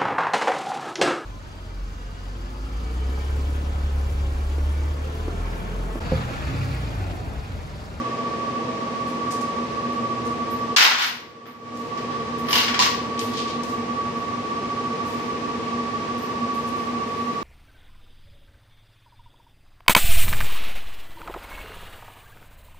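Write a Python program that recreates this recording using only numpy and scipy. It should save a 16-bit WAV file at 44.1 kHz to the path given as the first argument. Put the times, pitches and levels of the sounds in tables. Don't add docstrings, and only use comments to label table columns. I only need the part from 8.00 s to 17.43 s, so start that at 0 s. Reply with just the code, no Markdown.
import sys
import numpy as np
from scipy import signal
from scipy.fft import rfft, irfft, next_fast_len
from scipy.io import wavfile
from scipy.ndimage import uniform_filter1d, minimum_filter1d

SR = 44100
rng = np.random.default_rng(int(sys.argv[2]) if len(sys.argv) > 2 else 0)


def transcribe(signal):
    frames = np.atleast_2d(signal).T
    limited = np.clip(frames, -1, 1)
    pcm = np.round(limited * 32767).astype(np.int16)
    wavfile.write(sys.argv[1], SR, pcm)


N = 415863
TIME = np.arange(N) / SR

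# (frequency [Hz], correlation)
PORT_LIKENESS = [(60, 1), (200, 0.91), (330, 0.95), (550, 0.62), (1000, -0.055), (2000, 0.063),
                 (8000, -0.051)]


def undb(db):
    return 10 ** (np.asarray(db) / 20)


def unit(x):
    return x / np.sqrt(np.mean(np.sum(x ** 2, axis=-1)))


def on_log(points, hz):
    f, value = np.transpose(points)
    return np.interp(np.log(hz), np.log(f), value)


def shape(x, gain):
    size = next_fast_len(x.shape[-1])
    hz = np.maximum(np.fft.rfftfreq(size, 1 / SR), 1)
    return irfft(rfft(x, size) * gain(hz), size)[..., :x.shape[-1]]


def resonances(rows, hz):
    power = 0
    for f, half_width, db in rows:
        peak = undb(db) ** 2 * SR / (np.pi * half_width / 2) / 2
        power = power + peak / (1 + ((hz - f) / half_width) ** 2) ** 2
    return np.sqrt(power)


def walk(rate):
    size = N // 100
    hz = np.fft.rfftfreq(size, N / SR / size)
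    drift = irfft(rfft(rng.standard_normal(size)) * np.exp(-(hz / rate) ** 2), size)
    return np.interp(TIME, np.linspace(0, N / SR, size), drift / drift.std())


def port_lag(hz):
    return np.arccos(np.clip(on_log(PORT_LIKENESS, hz), -1, 1)) * rng.choice([-1, 1])


def diffuse(size):
    mid, side = rng.standard_normal((2, size))

    def alike(hz):
        return np.clip(on_log(PORT_LIKENESS, hz), -.99, .99)

    mid = shape(mid, lambda hz: np.sqrt((1 + alike(hz)) / 2))
    side = shape(side, lambda hz: np.sqrt((1 - alike(hz)) / 2))
    return np.array([mid + side, mid - side])


def panned(x):
    # (frequency [Hz], left minus right [dB])
    port_balance = [(200, 0), (680, 1), (1250, 0.5), (2300, 1.3), (4200, 3.8), (5500, 2.2), (7750, -1.5),
                    (12000, 1.6)]
    halves = np.array([[1], [-1]]) / 2
    return shape(x, lambda hz: undb(on_log(port_balance, hz) * halves))


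def surge(kicks):
    rise_s, sag_s = 0.32, 0.42
    t = TIME[::100]
    speed = 0
    for kick_s in kicks:
        age = np.maximum(t - kick_s, 0)
        ramp = np.minimum(age / rise_s, 1)
        speed = speed + ramp * np.exp(-np.maximum(age - rise_s, 0) / sag_s)
    return np.interp(TIME, t, speed)


def whine(flutter_db=1.44):
    # (resting pitch [Hz], lift per surge [Hz], slow wander [Hz])
    blade_tones = [(1129.2, 9, 0.3), (1144.4, 8.3, 0.7), (1148.8, 8, 0.7)]
    # (left rms [dB], right rms [dB], phase lead of left [rad], swell per surge [dB], waver [dB])
    fan_levels = [(-35.4, -31.4, -0.55, 5.5, 0.4), (-41, -33.2, -1.4, 0, 1.3), (-36.3, -38.5, -2.2, 1, 1.2)]
    # (time [s], ...)
    kick_times = [
        [-0.75, -0.03, 1.0, 1.74, 2.24, 3.24, 4.22, 4.98, 5.73, 6.46, 7.49, 8.24, 8.97],
        [-0.8, -0.05, 1.0, 1.7, 2.5, 3.25, 4.3, 5.0, 5.9, 6.5, 7.4, 8.25, 9.1],
        [-0.55, 0.25, 1.05, 1.97, 2.75, 3.5, 4.25, 5.15, 6.02, 6.7, 7.45, 8.5],
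    ]
    # (time [s], change of the lowest tone [dB], change of the upper two [dB])
    whine_dip = [(2.77, 0.6, 0.6), (2.9, 0, -6), (3.2, -4, -7), (3.4, -1.5, -4), (3.66, -1, -7),
                 (3.72, -1, 0), (4.3, -0.4, -0.2)]
    dip_s, lowest_db, upper_db = np.transpose(whine_dip)
    dips = (lowest_db, upper_db, upper_db)
    out = 0
    for tone, levels, kicks, dip_db in zip(blade_tones, fan_levels, kick_times, dips):
        rest_hz, lift_hz, wander_hz = tone
        left_db, right_db, lead, surge_db, waver_db = levels
        speed = surge(kicks)
        pitch = rest_hz + lift_hz * speed + wander_hz * walk(1.42)
        phase = 2 * np.pi * np.cumsum(pitch) / SR
        swell = surge_db * (speed - speed.mean()) + flutter_db * walk(8.4)
        swell = swell + np.interp(TIME, dip_s, dip_db)
        left = undb(left_db + swell + waver_db * walk(2.2)) * np.sin(phase + lead)
        right = undb(right_db + swell + waver_db * walk(2.2)) * np.sin(phase)
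        out = out + np.array([left, right])
    return np.sqrt(2) * out


def hum(waver_db=2.8, drift_hz=0.451):
    # (frequency [Hz], rms level [dB])
    hum_tones = [(75.4, -55), (100, -54.5), (153.4, -51), (210, -54), (228.6, -43), (236.7, -39.5),
                 (240.2, -41.5), (244, -45), (251, -48), (335.1, -51.5), (452.2, -47), (457.5, -48.5),
                 (479, -50), (679.6, -56), (702.5, -53), (718.7, -57), (947.5, -56), (3978, -66)]
    # (time [s], level [dB])
    hum_swell = [(0, -2), (1.6, -0.5), (2.4, 2), (3.3, -2), (4.6, 1), (5.6, 0), (6.4, -1), (9.4, -0.5)]
    out = 0
    for hz, db in hum_tones:
        phase = 2 * np.pi * np.cumsum(hz + drift_hz * walk(3.52)) / SR
        lag = port_lag(hz)
        out = out + undb(db + waver_db * walk(13.0)) * np.sin([phase, phase + lag])
    return np.sqrt(2) * out * undb(np.interp(TIME, *np.transpose(hum_swell)))


def airflow(swell_db=0.5):
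    # (frequency [Hz], level in each hertz [dB])
    air_rush = [(20, -102), (30, -86.5), (55, -77.5), (100, -67), (200, -62.5), (400, -61), (600, -67),
                (1000, -66), (1400, -73), (2600, -74.5), (3600, -79.5), (5500, -82.5), (8000, -93),
                (10500, -103), (14500, -113)]
    # (frequency [Hz], full width 6 dB down [Hz], rms level [dB])
    duct_modes = [(119, 22, -54), (244.7, 20, -41), (462, 50, -42), (946, 33, -48.5), (1192, 50, -45.5),
                  (1830, 240, -50), (2262, 26, -56.5)]
    halved = [(f, width / 2, db) for f, width, db in duct_modes]
    rush = shape(diffuse(N), lambda hz: undb(on_log(air_rush, hz)) * np.sqrt(SR / 2))
    ducts = shape(diffuse(N), lambda hz: resonances(halved, hz))
    return panned(rush) * undb(swell_db * walk(0.44)) + ducts


def room(early_db, split_hz=6000):
    t60_s, treble_t60_s = 0.52, 0.36
    t, noise = TIME[:SR], diffuse(SR)
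    low = shape(noise, lambda hz: 1 / (1 + (hz / split_hz) ** 4))
    high = noise - low
    tail = unit(low * 1000 ** (-t / t60_s) + high * 1000 ** (-t / treble_t60_s))
    early = unit(diffuse(SR) * np.exp(-t / .004))
    return unit(tail + undb(early_db) * early)


def spots(early_db, count=4):
    return rfft(np.array([room(early_db) for _ in range(count)]), 2 * SR)


def contacts(rattle_s, first_db, count, rate=950, scatter_db=5):
    t = TIME[:SR // 2]
    size = (count, len(t))
    trains = (rng.random(size) < rate / SR / count) * np.exp(-(t / rattle_s) ** 2)
    lands = trains > 0
    signs = rng.choice([-1, 1], lands.sum())
    trains[lands] *= signs * undb(scatter_db * rng.standard_normal(lands.sum()))
    trains[rng.integers(count), 0] = undb(first_db)
    return trains


def link_ring(t60=0.24):
    # (frequency [Hz], full width 6 dB down [Hz], relative level [dB])
    link_clusters = [(9630, 230, 3.5), (12000, 180, 10.5), (14140, 200, 1.5)]
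    halved = [(f, width / 2, db) for f, width, db in link_clusters]
    t = TIME[:SR // 2]
    ring = shape(rng.standard_normal(len(t)), lambda hz: resonances(halved, hz))
    return unit(ring * np.exp(-np.log(1000) * t / t60))


def knock(gain_db):
    size = SR // 2
    hz = np.maximum(np.fft.rfftfreq(size, 1 / SR), 1)
    cepstrum = irfft(np.log(undb(gain_db(hz))), size)
    cepstrum[1:size // 2] *= 2
    cepstrum[size // 2 + 1:] = 0
    return unit(irfft(np.exp(rfft(cepstrum)), size))


def modes(rows):
    t = TIME[:SR // 2]
    out = 0
    for hz, t60, db in rows:
        tone = np.cos(2 * np.pi * hz * t) * np.exp(-np.log(1000) * t / t60)
        out = out + undb(db) * unit(tone)
    return out


def add(out, s, db, body, rattle_s, first_db, paths):
    trains = rfft(contacts(rattle_s, first_db, len(paths)), 2 * SR)
    start = int(s * SR)
    in_room = (trains[:, None] * paths).sum(axis=0)
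    sound = unit(irfft(in_room * rfft(body, 2 * SR))[:, :SR])[:, :N - start]
    out[:, start:start + sound.shape[1]] += sound * np.sqrt(SR / 10) * undb(db)


def clatter():
    # (time [s], level over 0.1 s [dB], rattle [s],
    # brightness [dB per octave], link ring [dB], hollow boom [dB],
    # first contact over the later ones [dB], favoured slat mode [Hz])
    landings = [(2.7635, -2, 0.058, 2, -22, -28, 9.5, 1600), (2.805, -2, 0.047, 0.5, -20, -26, 8, 1600),
                (2.845, -4, 0.032, -0.5, -32, -20, 7, 1400), (2.905, -9.5, 0.061, -1.5, -35, -35, 4, 1400),
                (2.98, -11, 0.054, 0.5, -18, -5, -4, 1600), (3.012, -10.5, 0.059, 0.5, -16.5, -28, 5, 1600),
                (3.455, -32.5, 0.064, -5.5, -17, -48, -2, 1900),
                (3.975, -42.5, 0.019, 2, -22, -23, 10, 1900), (4.111, -42, 0.037, -2, -41, -27.5, 8, 1900),
                (4.468, -42, 0.0086, -3.5, -11, -29, 13, 1900), (4.485, -31, 0.025, -2.5, -5, -29, 6, 2200),
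                (4.507, -30.5, 0.02, 5.5, -6, -2, 7, 2300), (4.5295, -21, 0.024, 3.5, -20, -1.5, 14, 2900),
                (4.554, -20, 0.036, 2, -15.5, -6.5, 10, 2700),
                (4.598, -25.5, 0.065, 2.5, -28, -19, 6, 2400),
                (4.68, -27.5, 0.018, -0.5, -43, -21, 6, 1900), (4.74, -28, 0.027, -0.5, -39, -25, 4, 1900),
                (4.7916, -20, 0.012, 5.5, -24, 6.5, 18, 1900),
                (4.799, -22, 0.021, 5.5, -26, -0.5, 11, 1900),
                (4.8226, -21, 0.054, 3.5, -22, -30, 19.5, 1900)]
    # (frequency [Hz], relative level [dB])
    crack_spectrum = [(30, -67), (150, -31), (400, -19), (650, -13), (950, 0), (1500, 1.5), (2600, 0),
                      (4000, -3), (5500, -4.5), (7000, -13), (9000, -26), (11000, -60), (14500, -72)]
    # (frequency [Hz], time to fall 60 dB [s], level [dB])
    slat_modes = [(1454, 0.17, -16), (1594, 0.88, -25), (1917, 0.14, -13), (2810, 0.078, -9.5),
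                  (2970, 0.05, -10)]
    # (frequency [Hz], time to fall 60 dB [s], level [dB])
    hollow_modes = [(996, 0.077, -5.5), (1112, 0.11, -5)]
    focus_db = 25
    out = np.zeros((2, N))
    hollow, paths = modes(hollow_modes), spots(early_db=-2.5)
    for s, db, rattle_s, bright_db, ring_db, boom_db, first_db, favoured_hz in landings:
        favoured = []
        for hz, t60, mode_db in slat_modes:
            favoured.append((hz, t60, mode_db - focus_db * abs(np.log2(hz / favoured_hz))))
        crack = knock(lambda hz: on_log(crack_spectrum, hz) + bright_db * np.log2(hz / 2000))
        body = crack + modes(favoured) + undb(boom_db) * hollow + undb(ring_db) * link_ring()
        add(out, s, db, body, rattle_s, first_db, paths)
    return panned(out)


def clinks(slope_db=12, early_db=0, first_db=3):
    # (time [s], level over 0.1 s [dB], rattle [s], centre [Hz], link ring
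    # [dB])
    touches = [(1.069, -56, .042, 8000, -23), (1.307, -40.5, 0.041, 5740, -30),
               (1.408, -47.5, 0.025, 5500, -32), (1.9294, -64, .004, 11000, -17),
               (2.249, -52, .046, 6000, -30), (2.5044, -51, .015, 11000, 2),
               (2.7627, -21, 0.0032, 5300, -30), (3.745, -48, 0.093, 5160, -12),
               (4.380, -53, 0.021, 8000, -3), (5.175, -37.5, 0.065, 2800, -35),
               (5.1922, -37.5, 0.00041, 4660, -35), (5.2, -46.5, 0.11, 10500, -10),
               (5.271, -43, 0.098, 3500, -30), (5.335, -40.5, 0.044, 3500, -37),
               (5.371, -33.5, 0.052, 3400, -38), (5.474, -39, 0.046, 3380, -42),
               (5.634, -45, 0.00086, 4900, -17), (5.68, -49.5, 0.053, 5000, -12),
               (6.169, -65, .03, 9000, 0), (7.05, -51, 0.17, 7000, -6), (8.179, -56, 0.012, 10000, 2),
               (8.219, -57, 0.012, 10000, 5), (8.539, -54.5, 0.11, 11000, -22.5),
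               (8.668, -53.5, 0.025, 8500, -12), (8.76, -57, 0.17, 10000, -18),
               (9.06, -56, 0.41, 9500, -18)]
    out, paths = np.zeros((2, N)), spots(early_db)
    for s, db, rattle_s, centre_hz, ring_db in touches:
        tick = knock(lambda hz: np.maximum(-slope_db * np.abs(np.log2(hz / centre_hz)) ** 1.77, -60))
        add(out, s, db, tick + undb(ring_db) * link_ring(), rattle_s, first_db, paths)
    return panned(out)


def coasting_motor(waver_db=2):
    # (multiple of the shaft rate, rms level [dB])
    shaft_tones = [(3, -44), (4, -51.5), (5, -58), (7, -55), (8, -45.5), (10, -52.5), (12, -46),
                   (13, -44.5), (14, -46), (15, -55), (16, -47.5)]
    start_hz, sag_hz_per_s, fade_db_per_s = 41.7, 0.84, 1.0
    phase = 2 * np.pi * np.cumsum(start_hz - sag_hz_per_s * TIME) / SR
    out = 0
    for multiple, db in shaft_tones:
        lag = port_lag(multiple * start_hz)
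        tone = np.sin([multiple * phase, multiple * phase + lag])
        out = out + undb(db + waver_db * walk(2.3)) * tone
    return np.sqrt(2) * out * undb(-fade_db_per_s * TIME)


def scene():
    return whine() + hum() + airflow() + clatter() + clinks() + coasting_motor()


def gain_control(x, ceiling_db=-11, hold_s=0.76, release_s=0.14, ahead_s=0.0072, bass_hz=190, shed=3.2):
    shed_above_db = 4.5
    power = uniform_filter1d(np.mean(x ** 2, axis=0), SR // 100)
    over = np.maximum(10 * np.log10(np.maximum(power, 1e-12)) - ceiling_db, 0)
    over = np.roll(over, -int(ahead_s * SR))
    half = int(hold_s * SR / 2)
    held = -minimum_filter1d(-over, 2 * half + 1, origin=half, mode="constant")
    fade = np.exp(-TIME / release_s)
    x = x * undb(-np.maximum.accumulate(held / fade) * fade)
    bass = shape(x, lambda hz: 1 / (1 + (hz / bass_hz) ** 12))
    heavy = uniform_filter1d(np.maximum(over - shed_above_db, 0), SR // 30)
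    return x - bass * (1 - undb(-shed * heavy))


def record(dry):
    held = np.clip(gain_control(dry), -.85, .85)
    top_cut = signal.ellip(12, .2, 80, 14500, fs=SR, output="sos")
    return signal.sosfilt(top_cut, held)


dry = scene()
out = record(dry)
transcribe(out)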